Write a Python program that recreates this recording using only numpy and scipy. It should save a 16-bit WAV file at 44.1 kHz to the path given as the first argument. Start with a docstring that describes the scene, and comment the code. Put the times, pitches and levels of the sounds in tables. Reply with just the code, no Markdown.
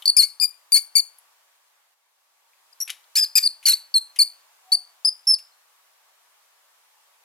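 """In a small bare room, a small rodent squeaks in bursts close to a stereo microphone. Each call is a whistle
mostly near 4-5 kHz with overtones; at times its period doubles or it breaks into a rasp of noise and split lines.
Short noise bursts, part ringing, part hissing, make paw scuffs, ticks and one faint narrow chirp near the end.
Behind them lie shaped stereo hiss, a thin hum and one faint far tone; the background drops in the first long
pause and swells back."""
import sys
import numpy as np
from scipy import signal
from scipy.fft import rfft, irfft, next_fast_len
from scipy.io import wavfile
from scipy.ndimage import uniform_filter1d, minimum_filter1d, map_coordinates

SR = 44100
rng = np.random.default_rng(int(sys.argv[2]) if len(sys.argv) > 2 else 0)


def store_wav(level_fs):
    """Save 16-bit WAV to argv[1]."""
    pcm = np.round(np.clip(np.atleast_2d(level_fs), -1, 1) * 32767)
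    wavfile.write(sys.argv[1], SR, pcm.T.astype(np.int16))


N = 319284

# Background contour before a common lift: (time [s], level [dB])
AIR_CONTOUR = [(0, -56), (.3, -64), (1.2, -63), (1.94, -68.5), (1.945, -73), (2.8, -62.5), (4.3, -61.5),
               (5.5, -63.5), (7.24, -64)]
# Colour of the background hiss: (frequency [Hz], relative level [dB])
HISS_COLOUR = [(24, -70), (40, -39.5), (156, -39.5), (332, -22.5), (563, -9), (802, -4.5), (865, -2),
               (1060, -3.5), (1140, -4.5), (2490, -8), (14900, -13.5), (16500, -28)]
# Left-right likeness of the hiss: (frequency [Hz], correlation [-1 to 1])
HISS_LIKENESS = [(60, 0.01), (240, 0.06), (950, 0.37), (3770, -0.25), (15000, 0.12)]
HUM_HZ, HUM_DB = 1140, -15  # the hum's mean peak level, relative to the background contour
# Faint far tone: (time [s], pitch [Hz], rms level [dB])
FAR_TONE = [(4.63, 745, -79), (4.69, 748, -55), (4.74, 767, -55), (4.79, 742, -66), (4.83, 734, -68)]
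# Paw scuffs, ticks and one faint narrow chirp near the end, levels before the ports:
# (time [s], ring level [dB], ring pitch [Hz], ring width [Hz], hiss level [dB], rise [s], 60 dB decay [s])
SHORT_BURSTS = [(0.022, -31.5, 3280, 509.6, -47, .001, 0.034),
                (1.181, -46, 10840, 2536, -66.5, 0.0053, 0.04), (2.533, -57.5, 2502, 600, -82, 0.0011, .02),
                (2.714, -67, 4970, 1500, -63, .001, .015), (2.8753, -36.5, 2520, 1583, -41, .002, 0.095),
                (2.894, -28, 2440, 1502, -41, 0.0025, .03), (2.899, -26, 3312, 2417, -26.5, .004, 0.033),
                (2.902, -44, 3000, 3027, -49, 0.0052, 0.18), (3.041, -56, 3980, 1500, -78, .001, 0.026),
                (3.627, -50.5, 2590, 1505, -50.5, 0.0022, 0.24),
                (4.157, -41.5, 2740, 1186, -41, 0.004996, 0.076),
                (5.253, -54.5, 4470, 2000, -59.5, .001, .02), (5.38, -56, 2633, 810, -45.5, .008, 0.072),
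                (5.515, -66.5, 4196, 150, -83.5, 0.0066, 0.22)]
# Colour shared by raspy voice and burst hiss: (frequency [Hz], level [dB])
RASP_COLOUR = [(700, -56), (1300, -25), (1700, -9), (2300, -8), (3300, -10.5), (4600, -2), (6500, -2.5),
               (8000, -4.5), (11000, 4.5), (13000, -8), (14200, -20), (16000, -22.5)]
# Phase by which the left port leads, for a source one unit aside: (frequency [Hz], lead [rad])
PORT_LEAD = [(2400, 0), (4500, .7), (7000, 1.25), (9500, 1.7), (11700, 4.4), (14000, 8)]
# Whistle contours, one table per squeak: (time [s], pitch [Hz], level [dB])
SQUEAK_CONTOURS = [
    [(0.0555, 4490, -17.5), (0.0584, 4423, -13.5), (0.0609, 4816, -19.5), (0.0627, 4794, -18.0),
     (0.068, 4460, -24), (0.073, 4597, -32.0)],
    [(0.0755, 4491, -16.5), (0.0802, 4396, -11), (0.0822, 4550, -13.0), (0.0839, 4730, -19),
     (0.0862, 4744, -21.0), (0.0996, 4423, -10.5), (0.106, 4244, -21.5)],
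    [(0.166, 5306, -15), (0.1737, 4646, -13.5), (0.1837, 5080, -16.5), (0.1899, 4940, -12),
     (0.1921, 4510, -13.5), (0.1959, 4340, -10.0), (0.2016, 4446, -9.5), (0.208, 4230, -16),
     (0.2206, 4176, -18.5), (0.2271, 4480, -23), (0.24, 4393, -15.5), (0.2445, 4624, -20.5),
     (0.257, 4390, -33)],
    [(0.399, 4608, -24), (0.4014, 4610, -21.5), (0.4037, 4774, -28.5), (0.4151, 5005, -20.5),
     (0.4215, 4860, -22.5), (0.4309, 4842, -20), (0.4446, 4876, -18), (0.4483, 4760, -24),
     (0.4573, 4730, -22.0), (0.462, 4638, -29)],
    [(0.72, 4544, -19.5), (0.7354, 4732, -22.5), (0.7454, 4420, -12.5), (0.7563, 4327, -16),
     (0.7621, 4424, -13.5), (0.7648, 4301, -19.5), (0.7671, 4480, -16.0), (0.7788, 4526, -17),
     (0.783, 4738, -24.5), (0.795, 4547, -27.5)],
    [(0.9535, 4912, -22.5), (0.9634, 4482, -14.5), (0.9669, 4404, -11), (0.9704, 4500, -12),
     (0.9764, 4700, -22), (0.9831, 4506, -14), (0.9921, 4702, -20), (0.9978, 4550, -14),
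     (1.0036, 4373, -15.5), (1.008, 4400, -30)],
    [(2.726, 5020, -61.5), (2.7307, 5000, -52), (2.738, 4850, -62.5)],
    [(2.802, 5790, -29.5), (2.8047, 5700, -27), (2.8079, 5440, -32), (2.8222, 5765, -26),
     (2.8319, 5740, -26.5), (2.836, 5650, -29.5)],
    [(3.154, 4080, -29), (3.157, 4125, -21.5), (3.162, 4503, -18), (3.169, 4875, -19), (3.1814, 5319, -16),
     (3.1936, 4940, -18.0), (3.2026, 5052, -17.5), (3.2061, 5283, -21), (3.2158, 5000, -18.5),
     (3.2325, 4990, -17.5), (3.243, 4817, -21.5), (3.248, 4365, -22), (3.253, 4230, -28)],
    [(3.354, 4950, -17.5), (3.3624, 4917, -14.5), (3.3697, 5133, -18), (3.3799, 4772, -13.5),
     (3.3816, 5087, -17.5), (3.3829, 4805, -17.5), (3.3904, 4545, -18.5), (3.394, 4400, -21)],
    [(3.426, 4600, -30.0), (3.4354, 4850, -21), (3.4412, 4443, -16), (3.4466, 4762, -23.5),
     (3.4566, 4890, -19), (3.4646, 4684, -13), (3.4691, 4605, -20.0), (3.4753, 4390, -12.5),
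     (3.479, 4239, -20)],
    [(3.655, 4457, -18.0), (3.6589, 4490, -14.5), (3.6682, 4585, -21.0), (3.6881, 4188, -16),
     (3.6911, 4471, -20.0), (3.6976, 4162, -21.0), (3.7003, 4302, -13.5), (3.7046, 4422, -15),
     (3.7068, 4310, -13), (3.7198, 4025, -23.5), (3.73, 3900, -30)],
    [(3.731, 4220, -21.5), (3.7342, 4217, -15), (3.7377, 4450, -13), (3.7414, 4482, -16),
     (3.747, 4470, -26)],
    [(3.94, 4468, -23), (3.9454, 4510, -14), (3.9499, 4225, -19.5), (3.9549, 4263, -14.5),
     (3.9726, 4203, -14.5), (3.9786, 4014, -23.0), (3.9818, 4250, -13), (3.986, 4320, -24.5)],
    [(4.188, 5012, -22), (4.1924, 4693, -16.5), (4.2012, 4361, -12.0), (4.2109, 4244, -14),
     (4.2196, 4484, -8.5), (4.2266, 4753, -20), (4.2328, 4433, -13.5), (4.237, 4233, -25.5)],
    [(4.718, 4448, -24.5), (4.7229, 4520, -16), (4.7282, 4333, -12.5), (4.7332, 4499, -10.5),
     (4.7391, 4782, -21), (4.7519, 4567, -15), (4.757, 4500, -19)],
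    [(5.048, 4818, -18), (5.0562, 5007, -13.5), (5.0699, 5262, -20), (5.0734, 5225, -16),
     (5.0786, 5036, -19.5), (5.0824, 5022, -15), (5.0891, 4980, -18.5), (5.095, 4869, -23.5)],
    [(5.2695, 5190, -25), (5.2732, 5238, -17.5), (5.2779, 5390, -15), (5.3158, 5243, -13.5),
     (5.332, 5110, -20.5), (5.342, 5057, -14.5), (5.345, 4877, -16.5), (5.3468, 4730, -22),
     (5.35, 4467, -27), (5.355, 4340, -28.5)],
]
# One row per squeak: (2nd overtone against whistle [dB], 3rd overtone against whistle [dB],
# fade of both over the call [dB], steady rasp [dB], left-right [dB], offset to the left [units of PORT_LEAD])
CALL_CHARACTER = [(-15, -31, 11, -45, 2.6, 0.95), (-6.5, -30, 0.5, -43, 3, 2),
                  (-5, -27, 16.5, -34.5, 6.6, 1.09), (-8.5, -28, 2, -59, 9.5, 0.94),
                  (0.5, -19, 13, -36.5, 5.5, 1.59), (-5, -23, 9.5, -35.5, 5.8, 2),
                  (-10, -28, .1, -65, 7, 2.2), (-5, -30, -3, -47.5, 7, 0.45),
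                  (-12, -33, 1, -34.5, 1.5, 0.95), (-7, -29.5, 13, -29, 1.8, 0.98),
                  (-8.5, -30, -4, -43.5, 2.6, 1.5), (-6, -23, -3, -24, 2.3, 1.31),
                  (-11, -33.5, 3, -32.5, 2.6, 1.14), (-7.5, -26, -2.5, -51.5, 2.6, 1.5),
                  (-4, -23, 2.5, -39.5, 2.7, 1.45), (-8, -25, 4.5, -44, 3.9, 1.3),
                  (-13, -30, 1.5, -57.5, 1.8, 0.5), (-11.5, -32, 2.5, -60.5, 1.2, 0.49)]
# Cycles after which a rasping call repeats its pattern, one entry per squeak: count [cycles]
RASP_CYCLES = [4, 4, 3, 4, 4, 4, 3, 4, 3, 4, 3, 3, 3, 3, 4, 4, 3, 3]
# The path from mouth to microphone favours some pitches:
# (whistle pitch [Hz], 2nd overtone [dB], 3rd overtone [dB], left-right [dB])
PATH_BY_PITCH = [(4003, -1, 15.5, -1.44), (4250, -1.5, 11, -3), (4400, -3, 5, -1.3),
                 (4550, -5.5, 3.5, -0.4), (4700, 3, 6, -0.76), (4852, 0.9, 3.5, 1.5), (5000, 2, 2, 1),
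                 (5100, -0.5, 7, 6), (5160, 7, -16, -2), (5260, -0.1, -37.5, -4.5)]
# Moments when the voice breaks into a rasp: (middle [s], half length [s], level [dB])
RASP_SPELLS = [(.058, .005, -28), (.082, .008, -37), (.176, .006, -27.5), (.198, .008, -29),
               (.228, .012, -25), (.4, .008, -46), (.72, .004, -22), (.768, .012, -18.5),
               (.983, .008, -27.5), (2.814, .008, -32), (3.158, .011, -17), (3.184, .014, -17),
               (3.24, 0.0089, -32.5), (3.379, .011, -13), (3.436, .011, -40.5), (3.479, 0.0036, -35),
               (3.669, .008, -15), (3.689, 0.013, -15), (3.73, 0.0061, -20), (3.94, 0.0055, -43.5),
               (4.204, .011, -36), (4.728, .009, -28.5), (5.052, .011, -47.5), (5.345, .012, -51)]
# Moments when the period doubles: (middle [s], half length [s], half-pitch level [dB], halfway lines [dB])
DOUBLING_SPELLS = [(.059, .003, -56, -33), (.079, .003, -58.5, -31.5), (.097, .004, -63, -47),
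                   (.173, 0.0039, -24.5, -18), (.232, .014, -41.5, -36), (.433, 0.016, -36, -29.5),
                   (.72, .003, -37, -23), (.748, .004, -42.5, -29.5), (.772, .013, -42, -31.5),
                   (.961, .006, -37.5, -25.5), (.976, 0.012, -42, -24), (2.813, .006, -62, -40),
                   (3.171, .006, -32, -24), (3.193, 0.01, -44.5, -37.5), (3.24, .006, -52.5, -38),
                   (3.364, .009, -29.5, -18), (3.381, .008, -28, -22), (3.44, .011, -55.5, -52),
                   (3.669, .004, -35, -29.5), (3.688, 0.006, -31, -26), (3.735, .003, -47, -39),
                   (4.194, .004, -34, -25), (4.222, .007, -42.5, -29.5), (4.73, .004, -49.5, -32)]
# Upper lines of the doubled period: (multiple of the pitch, level against the halfway lines [dB])
HALFWAY_LINES = [(1.5, -1), (2.5, -4), (3.5, -14.5)]
# Decay of the room: (frequency [Hz], 60 dB decay [s])
ROOM_DECAY = [(1500, .52), (2400, .3), (5000, 0.18), (9000, 0.19), (14000, 0.17)]
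TOP_HZ = 16300


def amp(db):
    """Gain of a level in dB."""
    return 10 ** (np.asarray(db) / 20)


def unit(x):
    """x at rms 1."""
    return x / np.sqrt(np.mean(x ** 2) + 1e-20)


def along(points, hz):
    """(frequency, value) points read on a log axis."""
    f, v = np.transpose(points)
    return np.interp(np.log(hz + 1), np.log(f + 1), v)


def curves(rows, at):
    """Each column after the first, read along the first."""
    x, *cols = np.transpose(rows)
    return [np.interp(at, x, c) for c in cols]


def wobble(rate):
    """A smooth random curve, rate knots a second."""
    knots = rng.standard_normal(int(N * rate / SR) + 4)
    return map_coordinates(knots, [np.arange(N) * rate / SR])


def filtered(x, response):
    """x times a response of frequency, padded so that little wraps round."""
    n = x.shape[-1]
    m = next_fast_len(n + 8192)
    return irfft(rfft(x, m) * response(np.fft.rfftfreq(m, 1 / SR)), m)[..., :n]


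def spells(rows, t, order):
    """The level in dB of each column, swelling and fading about its moments; a higher order holds flatter."""
    middle, half, *cols = np.transpose(rows)
    bumps = np.exp(-np.abs((t[:, None] - middle) / half) ** order)
    return [20 * np.log10(bumps @ amp(c) + 1e-6) for c in cols]


def background():
    """Stereo hiss with slow patches, a thin wavering hum and one faint far tone."""
    t = np.arange(N) / SR
    # smoothed over neighbouring bands and moments, random levels become patches
    z = signal.stft(rng.standard_normal((2, N)), nperseg=512)[2]
    patches = uniform_filter1d(rng.standard_normal(z.shape[1:]), 4, 0)
    patches = unit(uniform_filter1d(patches, 10, 1))
    pair = signal.istft(z * amp(patches), nperseg=512)[1][:, :N]

    def mid_side(hz):
        # this angle between mid and side gives the wanted left-right correlation
        turn = np.arccos(np.clip(along(HISS_LIKENESS, hz), -1, 1)) / 2
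        return amp(along(HISS_COLOUR, hz)) * [np.cos(turn), np.sin(turn)]

    mid, side = filtered(pair, mid_side)
    hiss = unit(np.array([mid + side, mid - side])) * amp([[.3], [-.3]])
    hum_phase = 2 * np.pi * HUM_HZ * t + .4 * wobble(8)
    hum = amp(HUM_DB + 2.5 * wobble(11)) * np.sin(hum_phase)
    tone_hz, tone_db = curves(FAR_TONE, t)
    sounding = (t > FAR_TONE[0][0]) * (t < FAR_TONE[-1][0])
    tone = amp(tone_db) * sounding * np.sin(2 * np.pi * np.cumsum(tone_hz) / SR)
    lift_db = 2.5
    return amp(curves(AIR_CONTOUR, t)[0] + lift_db) * (hiss + hum) + np.sqrt(2) * tone


def at_ports(x, pan_db=0, aside=0.2):
    """The two ports hear a near source unequally loud and, in the treble, out of phase."""
    def tilt(hz):
        louder = amp(along([(2400, 0.17), (4500, 0.42), (12000, 0.67)], hz))
        return louder * np.exp(.5j * aside * along(PORT_LEAD, hz))

    return filtered(x, lambda hz: [amp(pan_db / 2) * tilt(hz), amp(-pan_db / 2) / tilt(hz)])


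def short_bursts():
    """Grainy noise, ringing and hissing: scuffs and ticks of paws on the floor, and a faint narrow chirp."""
    out, t = np.zeros(N), np.arange(SR // 8) / SR
    for start, ring_db, hz, width_hz, hiss_db, rise, decay in SHORT_BURSTS:
        # fast random swings in level, 4 dB deep, make the grain
        swings = uniform_filter1d(rng.standard_normal((2, len(t))), size=10) * np.sqrt(10)
        grains = rng.standard_normal((2, len(t))) * amp(4 * swings)

        def resonance(f):
            damping = 1j * f * width_hz
            return (damping / (hz * hz - f * f + damping)) ** 2

        ring = filtered(grains[0], resonance)
        hiss = filtered(grains[1], lambda f: amp(along(RASP_COLOUR, f)))
        shape = np.clip(t / rise, 0, 1) ** 2 * amp(-60 * np.clip(t - rise, 0, 1) / decay)
        burst = shape * (amp(ring_db) * unit(ring) + amp(hiss_db) * unit(hiss))
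        out[round(start * SR):][:len(t)] += burst
    return at_ports(out, pan_db=4.0)


def squeaks():
    """Each call is a whistle with overtones and halfway lines; a rasp fills it with broken bands and breath noise."""
    out = np.zeros((2, N))
    breath, jitter = rng.standard_normal(N), wobble(500)
    shimmer = np.array([wobble(250) for _ in range(7)])
    flicker = np.array([wobble(210) + 1j * wobble(210) for _ in range(14)])
    for rows, count, character in zip(SQUEAK_CONTOURS, RASP_CYCLES, CALL_CHARACTER):
        second, third, fade_db, steady_db, left_db, aside = character
        start, end = rows[0][0], rows[-1][0]
        i = np.arange(round(start * SR) - 300, round(end * SR) + 300)
        t = i / SR
        hz, whistle_db = curves(rows, t)
        path_second, path_third, path_pan = curves(PATH_BY_PITCH, hz)
        upper_db = whistle_db - fade_db * ((t - start) / (end - start) - .5)
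        second_db = upper_db + second + path_second
        third_db = upper_db + third + path_third
        pan_db = left_db + path_pan
        half_db, halfway_db = spells(DOUBLING_SPELLS, t, order=4)
        rasp_db = 20 * np.log10(amp(spells(RASP_SPELLS, t, order=2)[0]) + amp(steady_db))

        # a raspy throat also shakes pitch and size
        rough = np.clip(amp(rasp_db - whistle_db), 0, 1)
        shaken_hz = hz * (1 + (0.004 + 0.012 * rough) * jitter[i])
        phase = 2 * np.pi * np.cumsum(shaken_hz) / SR
        lines = [(.5, half_db), (1, whistle_db), (2, second_db), (3, third_db)]
        lines += [(k, halfway_db + db) for k, db in HALFWAY_LINES]
        voice = 0
        for (k, db), shake in zip(lines, shimmer):
            # the higher a line, the more its size trembles
            tremble_db = (1.11 + 1.2 * rough) * k * shake[i]
            voice = voice + np.sqrt(2) * amp(db + tremble_db) * np.sin(k * phase)

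        # lines between the overtones that come and go at random
        bands = sum(np.real(flicker[k, i] * np.exp(1j * k * phase / count))
                    for k in range(1, 14) if k % count)
        # the throat opens and shuts fast
        edges = np.clip((t - start) / 0.0011, 0, 1) * np.clip((end - t) / 0.0017, 0, 1)
        place = np.sin(np.pi / 2 * edges) ** 2 * amp([pan_db / 2, -pan_db / 2])
        rasp = amp(rasp_db) * (.22 * bands + .7 * breath[i]) * place
        rasp = filtered(rasp, lambda f: amp(along(RASP_COLOUR, f) - 1.0))
        out[:, i] += at_ports(voice * place + rasp, aside=aside)
    return out


def room(x):
    """The walls answer after 2.8 ms with a dense noise tail; its main part decays at a speed set by frequency."""
    hz, t, z = signal.stft(rng.standard_normal((3, SR // 2)), SR, nperseg=256)
    decay = amp(-60 * t / along(ROOM_DECAY, hz)[:, None])
    decay = decay + amp(-60 * t / 0.29)  # a second part, alike at all frequencies
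    # the walls return more of the treble
    wall_db = along([(1800, -0.36), (2400, -1), (4500, -0.95), (9000, -0.03), (13000, 0.27)], hz)
    decay = decay * amp(wall_db)[:, None]
    common, left, right = signal.istft(z * decay, SR, nperseg=256)[1]
    tail = np.array([left, right]) + 4.7 * common
    tail = np.pad(tail / np.linalg.norm(tail[0]), ((0, 0), (round(0.0028 * SR), 0)))
    return signal.fftconvolve(x, tail, axes=1)[:, :N]


def scene():
    """Near sounds, room and background; four room tails take turns, a third of a second each, so the echoes vary."""
    near = squeaks() + short_bursts()
    turns = np.arange(N) * 3 // SR % 4 == np.arange(4)[:, None]
    shares = uniform_filter1d(turns, size=2000, output=float)
    walls = amp(-13.5) * sum(room(near * share) for share in shares)
    return near + walls + background()


def record(dry):
    """A slightly uneven capsule adds a faint low bump under loud calls; a fast limiter; the band limit."""
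    heard = dry + amp(-56.0) * dry ** 2
    needed = .95 / np.maximum(np.abs(heard).max(axis=0), .95)
    gain = uniform_filter1d(minimum_filter1d(needed, size=161), size=81)
    return filtered(heard * gain, lambda hz: hz < TOP_HZ)


dry = scene()
out = record(dry)
store_wav(out)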